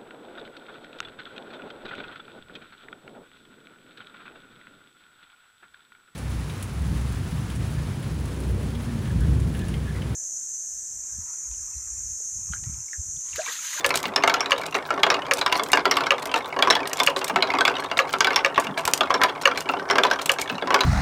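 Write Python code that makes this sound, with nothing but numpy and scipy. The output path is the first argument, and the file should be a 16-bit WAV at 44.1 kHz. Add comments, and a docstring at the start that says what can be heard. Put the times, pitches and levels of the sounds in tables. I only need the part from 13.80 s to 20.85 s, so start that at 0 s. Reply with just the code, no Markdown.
"""A wooden marble machine runs in a small room, close to the microphone.
It opens with a marble dropping onto a ramp; more drops follow to the end, the strongest at about 5.7 s.
Between drops, marbles knock on wood and click together; wood and glass are shaped, decaying tones and noise.
In every turn of the screw lift, marbles are caught and rubbed, the rolling surges, and a thin squeak sounds.
Four low swells come from the bowl; shaped noise makes the rumble, hum and hiss that last throughout."""
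import sys
import numpy as np
from scipy import signal
from scipy.fft import rfft, irfft, next_fast_len
from scipy.io import wavfile

SR = 44100
rng = np.random.default_rng(int(sys.argv[2]) if len(sys.argv) > 2 else 0)


def dump_mix(stems):
    """Bounce the given channels to the path in sys.argv[1] as a 16-bit WAV at rate SR."""
    frames = np.atleast_2d(stems).T  # one column per channel
    limited = np.clip(frames, -1, 1)  # hard clip at full scale
    pcm = np.round(limited * 32767).astype(np.int16)
    wavfile.write(sys.argv[1], SR, pcm)


N = 310905
TIME = np.arange(N) / SR
RING = TIME[:SR // 7]  # time axis of one ringing sound [s]
TURN_S = 0.806  # one turn of the screw lift


def gain_of(db):
    """Turns decibels into amplitude."""
    return 10 ** (np.asarray(db) / 20)


def evened(x):
    """Scales a sound to an rms (average strength) of 1."""
    return x / np.sqrt(np.mean(x ** 2) + 1e-20)


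def read(points, hz):
    """Reads between the points of a table on a log-frequency axis."""
    f, value = np.transpose(points)
    return np.interp(np.log(hz + 1), np.log(f + 1), value)


def bump(hz, centre, octaves):
    """A bell of height 1 on the log-frequency axis."""
    return np.exp(-(np.log2((hz + 1) / centre) / octaves) ** 2)


def add(mix, s, sound):
    """Mixes a sound in at time s."""
    part = mix[max(round(s * SR), 0):][:len(sound)]
    part += sound[:len(part)]


def noise(colour):
    """Noise of rms 1 whose spectrum in dB is the function colour."""
    fast = next_fast_len(N)
    hz = np.fft.rfftfreq(fast, 1 / SR)
    shaped = rfft(rng.standard_normal(fast)) * gain_of(colour(hz))
    return evened(irfft(shaped, fast)[:N])


def scattered(count):
    """Times [s] spread over the scene, one at random in each equal slot."""
    return (np.arange(count) + rng.random(count)) * N / SR / count


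# resonances of the whole frame: (frequency [Hz], relative lift [dB])
FRAME = [(280, 5.5), (394, 3.5), (731, -0.5), (1114, 1.5), (1342, 2), (1540, 1.5), (2174, 6.5), (2780, 1),
         (5460, 0)]


def frame_db(hz):
    """The frame favours its own resonances, whatever shakes it."""
    return sum(lift_db * bump(hz, f, octaves=0.064) for f, lift_db in FRAME)


# colour of a blow on wood: (frequency [Hz], relative level [dB])
WOOD = [(180, -36), (350, -18), (600, -6.5), (1100, 1), (2000, 0.5), (3500, 3), (5500, 1.5), (7500, -5.5),
        (10500, -12), (14000, -9), (17000, -33)]


def strike(rows, ring_db=7, tone_db=13, t60=0.077, damping=0.65, rise_cycles=1.03, count=280):
    """Blows ring the dense modes of the timber, each spot its own mix, plus the tone of the struck piece.

    Each row is (time [s], relative level [dB], brightness [dB per octave], tone [Hz]).
    """
    hz = np.geomspace(180, 17000, count) * 2 ** rng.uniform(-1 / 100, 1 / 100, count)
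    octave = np.log2(hz / 1000)[:, None]
    cycles = hz[:, None] * RING
    # high modes die first; low bending waves take longer to build up
    decay = gain_of(-60 * RING / (t60 * 2 ** (-damping * octave)))
    rise = 1 - np.exp(-cycles / rise_cycles)
    modes = np.exp(2j * np.pi * cycles) * decay * rise

    s, strength, brightness, ring_hz = np.transpose(rows)[:, :, None]

    def colour(f):
        return strength + read(WOOD, f) + brightness * np.log2(f / 2000)

    mode_db = colour(hz) + frame_db(hz) + ring_db * bump(hz, ring_hz, octaves=0.13)
    spot_size = rng.exponential(1 / 2, mode_db.shape)
    spot = spot_size * np.exp(2j * np.pi * rng.random(mode_db.shape))
    timber = ((gain_of(db) * mix) @ modes for db, mix in zip(mode_db, spot))
    # high tones die sooner
    tone_t60 = 2.7 / np.sqrt(ring_hz)
    tone_gain = gain_of(colour(ring_hz) + tone_db - 60 * RING / tone_t60)
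    tone = tone_gain * np.sin(2 * np.pi * ring_hz * RING)

    out = np.zeros(N)
    for at, ringing, piece_tone in zip(s[:, 0], timber, tone):
        add(out, at, ringing.real + piece_tone)
    return out


# wooden pieces that the marbles hit: name -> tone at which it rings [Hz]
PIECES = {"rim": 995, "bowl": 1108, "board": 1340, "rail": 1555, "wall": 2150, "ramp": 2760, "rocker": 3390,
          "peg": 3950, "edge": 5450}
# a marble hits wood: (time [s], relative level [dB], brightness [dB per octave], piece [name])
KNOCKS = [(0.1054, -33.5, -1, "wall"), (.2548, -38, -1, "ramp"), (0.3606, -28.5, -1, "edge"),
          (0.4366, -27.5, -2.5, "wall"), (.476, -27.5, 0, "board"), (0.4966, -32, 0, "wall"),
          (0.5402, -32, 1.5, "board"), (0.6063, -34, -0.5, "edge"), (0.7077, -35, 1, "bowl"),
          (0.951, -34, -3.5, "ramp"), (1.1052, -34, -3.5, "board"), (1.177, -43.5, -7, "bowl"),
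          (1.2328, -25.5, 0, "rocker"), (1.2653, -34.5, -3, "bowl"), (1.3019, -26.5, -2, "edge"),
          (1.3164, -37, -2, "peg"), (1.342, -35, -.5, "ramp"), (1.6127, -32.5, -1, "peg"),
          (1.6621, -29.5, 0.5, "rim"), (1.725, -29.5, 0.5, "rim"), (1.7956, -34.5, -4.5, "rocker"),
          (1.932, -23.5, -1, "ramp"), (1.9724, -31, -2.5, "rail"), (2.0544, -27, -2, "board"),
          (2.112, -27.5, 0.5, "edge"), (2.169, -29.5, 2, "bowl"), (2.207, -35.5, -1.5, "board"),
          (2.267, -36, -1, "board"), (2.5405, -31, -2, "ramp"), (2.7637, -39, -6, "bowl"),
          (2.7898, -33, -3, "bowl"), (2.8242, -26.5, -1, "rocker"), (2.8732, -33.5, -5, "bowl"),
          (2.902, -26.5, -2, "peg"), (2.9066, -28, 1.5, "edge"), (2.9524, -32, 0.5, "rocker"),
          (3.201, -28.5, -1.5, "rocker"), (3.4142, -39, -3.5, "ramp"), (3.497, -36, -3.5, "ramp"),
          (3.5597, -28.5, -3.5, "board"), (3.6241, -30, -1, "peg"), (3.7375, -35, -5, "wall"),
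          (3.786, -34, -2, "bowl"), (3.8077, -29, -1, "rail"), (3.8516, -29, 0.5, "rocker"),
          (3.8783, -29.5, -1.5, "rail"), (4.1138, -36.5, -4, "ramp"), (4.3373, -33, -3.5, "board"),
          (4.406, -26.5, 1, "rail"), (4.4454, -30.5, 0, "rocker"), (4.4706, -30.5, -1.5, "rail"),
          (4.5055, -33, -4, "wall"), (4.56, -27, 1, "edge"), (4.7779, -29.5, -3.5, "bowl"),
          (4.869, -40.5, -2.5, "ramp"), (5.076, -36, -4.5, "rim"), (5.2079, -28, -2, "rocker"),
          (5.3044, -33, -3.5, "bowl"), (5.3411, -31.5, -3.5, "edge"), (5.415, -30.5, -2.5, "rail"),
          (5.4351, -25, .5, "rim"), (5.7136, -39.5, -5, "board"), (5.8901, -33.5, -3, "ramp"),
          (5.9363, -39, -6, "ramp"), (6.1, -31, -3.5, "bowl"), (6.1099, -30.5, -2.5, "edge"),
          (6.1558, -32, -3.5, "bowl"), (6.183, -26, -2.5, "rail"), (6.2352, -28.5, -0.5, "rocker"),
          (6.2502, -31, -3.5, "rim"), (6.312, -30.5, -.5, "rail"), (6.3337, -37, -1, "rail"),
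          (6.6976, -37.5, -2.5, "ramp"), (6.823, -40, -7, "rocker"), (6.873, -37.5, -3.5, "rim"),
          (6.905, -31.5, -4, "bowl"), (6.9432, -24.5, -0.5, "bowl"), (7.007, -27.5, -0.5, "peg")]


def knocks(level_db=1, detune=0.022, rebound_db=-14.0, rebound_s=0.011, rebound_dulling=4.4):
    """Marbles hit wooden pieces, never on quite the same spot, then settle with a softer, duller touch."""
    rows = [(*blow, PIECES[piece]) for *blow, piece in KNOCKS]
    s, strength, brightness, ring_hz = np.transpose(rows)
    flight, size, pitch, spot = rng.random((len(s), 4)).T
    blows = np.c_[s, strength, brightness, ring_hz * (1 + detune * (2 * spot - 1))]
    # each rebound comes after 0.5 to 2.5 times rebound_s
    rebounds = np.c_[
        s + rebound_s * (1 / 2 + 2 * flight),
        strength + rebound_db + 6 * (size - 1 / 2),
        brightness - rebound_dulling,
        1000 * 2 ** pitch,
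    ]
    return gain_of(level_db) * strike(np.r_[blows, rebounds])


# modes of the ramp under a drop: (frequency [Hz], relative level [dB], time to fade by 60 dB [s])
RAMP = [(491, -8.5, 0.19), (546.8, 0.5, 0.12), (1105, 1.5, 0.034), (1247, -1, 0.028), (1711, 1, 0.037),
        (1903, 0.5, 0.028), (2254, 6.5, 0.017), (2500, 7, 0.0056), (2778, 11.5, 0.012), (2880, 6.5, 0.013),
        (4390, -11.5, 0.041), (6500, -7, 0.017)]
# a marble drops onto a ramp: (time [s], relative level [dB], time until it lands again [s])
DROPS = [(0.0447, -12, 0.0068), (0.719, -12, .008), (1.5111, -11.5, 0.0046), (2.3066, -11.5, 0.012),
         (3.273, -12, .007), (4.19, -10.5, 0.0086), (4.6472, -10.5, .013), (5.6553, -7.5, 0.019),
         (6.495, -13, 0.0051)]


def drops(level_db=-1.5, bounce_db=-22, crack_db=-27, bounce_brightness=-1.4, swell_s=0.014):
    """A hard first contact rings the ramp; the duller second landing shakes the frame."""
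    out = np.zeros(N)
    hz, db, t60 = np.transpose(RAMP)[:, :, None]
    # the hollow low modes swell last
    swell = 1 - np.exp(-RING / swell_s * (hz / hz[0]) ** 2)
    for s, strength, _ in DROPS:
        # no two marbles land on quite the same spot
        detune, phase = rng.normal(1, 0.009, hz.shape), rng.random(hz.shape)
        ring = gain_of(db - 60 * RING / t60) * np.sin(2 * np.pi * (hz * detune * RING + phase))
        add(out, s, gain_of(strength + level_db) * (ring * swell).sum(0))
    cracks = [(s, strength + crack_db, 1.2, 2600) for s, strength, _ in DROPS]
    bounces = [(s + flight, strength + bounce_db, bounce_brightness, 1200)
               for s, strength, flight in DROPS]
    return out + strike(cracks + bounces)


# marble against marble: (time [s], relative level [dB])
CLICKS = [(0.0626, -27), (0.1566, -27), (0.174, -31), (.2295, -36.5), (.864, -39), (1.5358, -27.5),
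          (1.8352, -33.5), (1.9182, -30), (2.4561, -36.5), (3.0737, -32.5), (3.132, -29.5), (3.2335, -28),
          (3.265, -29), (3.444, -29.5), (3.4799, -35), (4.3285, -35.5), (4.7978, -39), (5.053, -27),
          (5.077, -29.5), (5.1357, -20.5), (5.806, -35.5), (6.4593, -28.5), (6.5173, -28.5), (6.616, -30.5)]
# colour of a click between marbles: (frequency [Hz], relative level [dB])
GLASS = [(1000, -3.5), (3000, 2.5), (5500, 2), (9000, 0.5), (10500, -7), (14300, -5), (16500, -32)]


def clicks(level_db=12, snap_s=0.0025, ring_db=-17, rebound_db=-12, rebound_s=0.029):
    """Marbles meet in a very short snap with a faint ring of the track, then touch again, mostly lighter."""
    s, db = np.transpose(CLICKS)
    # each second touch comes after 0.5 to 2 times rebound_s
    rebound_at = s + rebound_s * rng.uniform(1 / 2, 2, len(s))
    rebounds = np.c_[rebound_at, db + rebound_db + 3 * rng.standard_normal(len(s))]
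    envelope = np.exp(-RING / snap_s) + gain_of(ring_db) * np.exp(-RING / 0.005)
    touches = np.zeros(N)
    for at, strength in [*CLICKS, *rebounds]:
        add(touches, at, gain_of(strength + level_db) * envelope)
    return touches * noise(lambda hz: read(GLASS, hz))


# in every turn the screw catches and rubs the marbles:
# (time into the turn [s], length [s], relative rub level [dB], relative knock level [dB])
RUBS = [(.008, 0.0078, -32.5, -47.5), (0.137, .036, -30.5, -35.5), (0.248, 0.044, -44, -49),
        (0.776, 0.016, -30, -43.5)]


def screw(jitter_s=0.003, slips_per_s=420, slip_s=0.00083, spread_db=4, brightness=-3.6,
          ring_hz=3900, dulling_db=3.5):
    """Each catch of the screw is a light knock, then a short run of tiny slips of wood on glass."""
    slips, catches = np.zeros(N), []
    for turn_s in np.arange(0, TIME[-1], TURN_S):
        for s, length, rub_db, knock_db in RUBS:
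            at = turn_s + s + jitter_s * rng.standard_normal()
            fade = np.exp(-(RING / length) ** 4)
            slipping = rng.random(len(RING)) < slips_per_s / SR
            size = np.clip(rng.standard_normal(len(RING)), -2, 2)
            add(slips, at, slipping * gain_of(rub_db + spread_db * size) * fade)
            catches.append((at, knock_db, brightness, ring_hz * rng.uniform(0.9, 1.1)))
    # every slip dies away over slip_s
    rub = signal.lfilter([1], [1, -np.exp(-1 / (slip_s * SR))], slips)
    grit = noise(lambda hz: read(GLASS, hz) - dulling_db * np.log2(1 + hz / ring_hz))
    return rub * grit + strike(catches)


def taps(level_db=-44.5, spread_db=3, brightness=-1.9, follow=0.72, count=42):
    """Marbles nudge the same wooden pieces lightly, more strongly when they roll hard."""
    s = scattered(count)
    piece, size = rng.random((count, 2)).T
    ring_hz = np.array([*PIECES.values()])[(piece * len(PIECES)).astype(int)]
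    strength = level_db + follow * bustle(s) + spread_db * (2 * size - 1)
    return strike(np.c_[s, strength, np.full(count, brightness), ring_hz])


def chatter(level_db=-54, spread_db=4.5, brightness=-3.3, tone_db=16, count=320):
    """Rolling marbles hop over the grain and brush the rails, more strongly when they roll hard."""
    s = scattered(count)
    size, hardness = np.clip(rng.standard_normal((count, 2)).T, -2, 2)
    ring_hz = 1400 * 2 ** rng.uniform(0, 3 / 2, count)
    strength = level_db + bustle(s) + spread_db * size
    return strike(np.c_[s, strength, brightness + 1.5 * hardness, ring_hz], tone_db=tone_db)


def bustle(t, turn_db=7.0, release_s=0.46, rise_s=0.0032, settle_s=0.12, stir_db=29, stir_s=0.029):
    """How hard marbles roll, in dB: a surge that settles in every turn, and a swell after each knock."""
    since = (t - release_s) % TURN_S
    surge = gain_of(turn_db) ** 2 * (1 - np.exp(-since / rise_s)) * np.exp(-since / settle_s)
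    for s, db, *_ in KNOCKS:
        age = np.maximum(t - s, 0) / stir_s
        surge = surge + gain_of(db + stir_db) ** 2 * age * np.exp(1 - age)
    return 10 * np.log10(1 + surge)


# colour of the rumble: (frequency [Hz], relative level per Hz [dB])
RUMBLE = [(18, -49), (45, -43), (90, -7.5), (189, -14), (273, 0), (512, 6), (1010, 8), (1860, -10.5),
          (4300, -69), (10000, -56)]


def rolling(level_db=-37.5, flutter_db=3, resonance=2.2, follow=0.81):
    """Rough wood under the marbles keeps the frame rumbling unevenly."""
    flutter = noise(lambda hz: -20 * np.log10(1 + (hz / 25) ** 2))
    rumble = noise(lambda hz: read(RUMBLE, hz) + resonance * frame_db(hz))
    # worked out at every 200th sample, then joined by straight lines
    swell_db = np.interp(TIME, TIME[::200], bustle(TIME[::200]))
    return rumble * gain_of(level_db + follow * swell_db + flutter_db * flutter)


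# the bowl booms under circling marbles: (time [s], level [dB])
BOWL = [(.29, -39), (3.55, -35), (4.9, -36.5), (6.74, -35)]


def bowl(centre_hz=205, swell_s=0.036):
    """Short low swells of noise as marbles swing round the bowl."""
    swell = sum(gain_of(db) * np.exp(-((TIME - s) / swell_s) ** 2) for s, db in BOWL)
    return swell * noise(lambda hz: -20 * np.log2((hz + 1) / centre_hz) ** 2)


def lift(hum_hz=154, width_hz=9, level_db=-55, squeak_db=-47):
    """The drive of the screw lift hums unsteadily, and the screw gives a thin squeak once a turn."""
    hum = noise(lambda hz: -20 * np.log10(1 + ((hz - hum_hz) / width_hz) ** 2))
    # one squeak falls at squeak_at_s, the others whole turns before and after it
    squeak_at_s, squeak_s, squeak_hz = 1.076, 0.005, 15500
    from_squeak = (TIME - squeak_at_s + TURN_S / 2) % TURN_S - TURN_S / 2
    squeak = noise(lambda hz: -20 * np.log10(1 + ((hz - squeak_hz) / 600) ** 2))
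    squeak = squeak * np.exp(-(from_squeak / squeak_s) ** 2)
    return gain_of(level_db) * hum + gain_of(squeak_db) * squeak


# reverberation of the room: (frequency [Hz], time to fade by 60 dB [s])
ROOM = [(1000, 0.18), (14000, 0.1)]


def room(x, delay_s=0.0013):
    """A diffuse tail that swells after the first wall is reached, each band dying at its own speed."""
    hz, t, z = signal.stft(rng.standard_normal(SR // 2), SR, nperseg=256)
    fading = z * gain_of(-60 * t / read(ROOM, hz)[:, None])
    tail = signal.istft(fading, SR, nperseg=256)[1]
    tail = tail * (1 - np.exp(-(TIME[:len(tail)] / delay_s) ** 2))
    return signal.fftconvolve(x, tail / np.linalg.norm(tail))[:N]


# steady hiss of the room: (frequency [Hz], relative level per Hz [dB])
HISS = [(500, 9.5), (2500, -16), (5000, -9), (9000, -11), (16000, -24)]


def hiss(level_db=-50.5):
    """Faint even air under everything, made of steady shaped noise."""
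    return gain_of(level_db) * noise(lambda hz: read(HISS, hz))


def scene():
    """All parts of the machine, the echo of its wood and glass, and the hiss of the room."""
    wood = knocks() + drops() + taps() + chatter()
    glass = clicks() + screw()
    echo = room(gain_of(-12) * (wood + glass))
    background = rolling() + bowl() + lift() + hiss()
    return (wood + glass + echo + background)[None]


def record(dry):
    """The microphone thins the deep bass, the loudest peaks are rounded off; then the treble is cut."""
    bass_cut = signal.butter(3, 45, "highpass", fs=SR, output="sos")
    thin = signal.sosfilt(bass_cut, dry)
    rounded = thin / (1 + thin ** 6) ** (1 / 6)
    treble_cut = signal.firwin(511, 16500, window=("kaiser", 9), fs=SR)
    return signal.oaconvolve(rounded, treble_cut[None], "same")


dry = scene()
out = record(dry)
dump_mix(out)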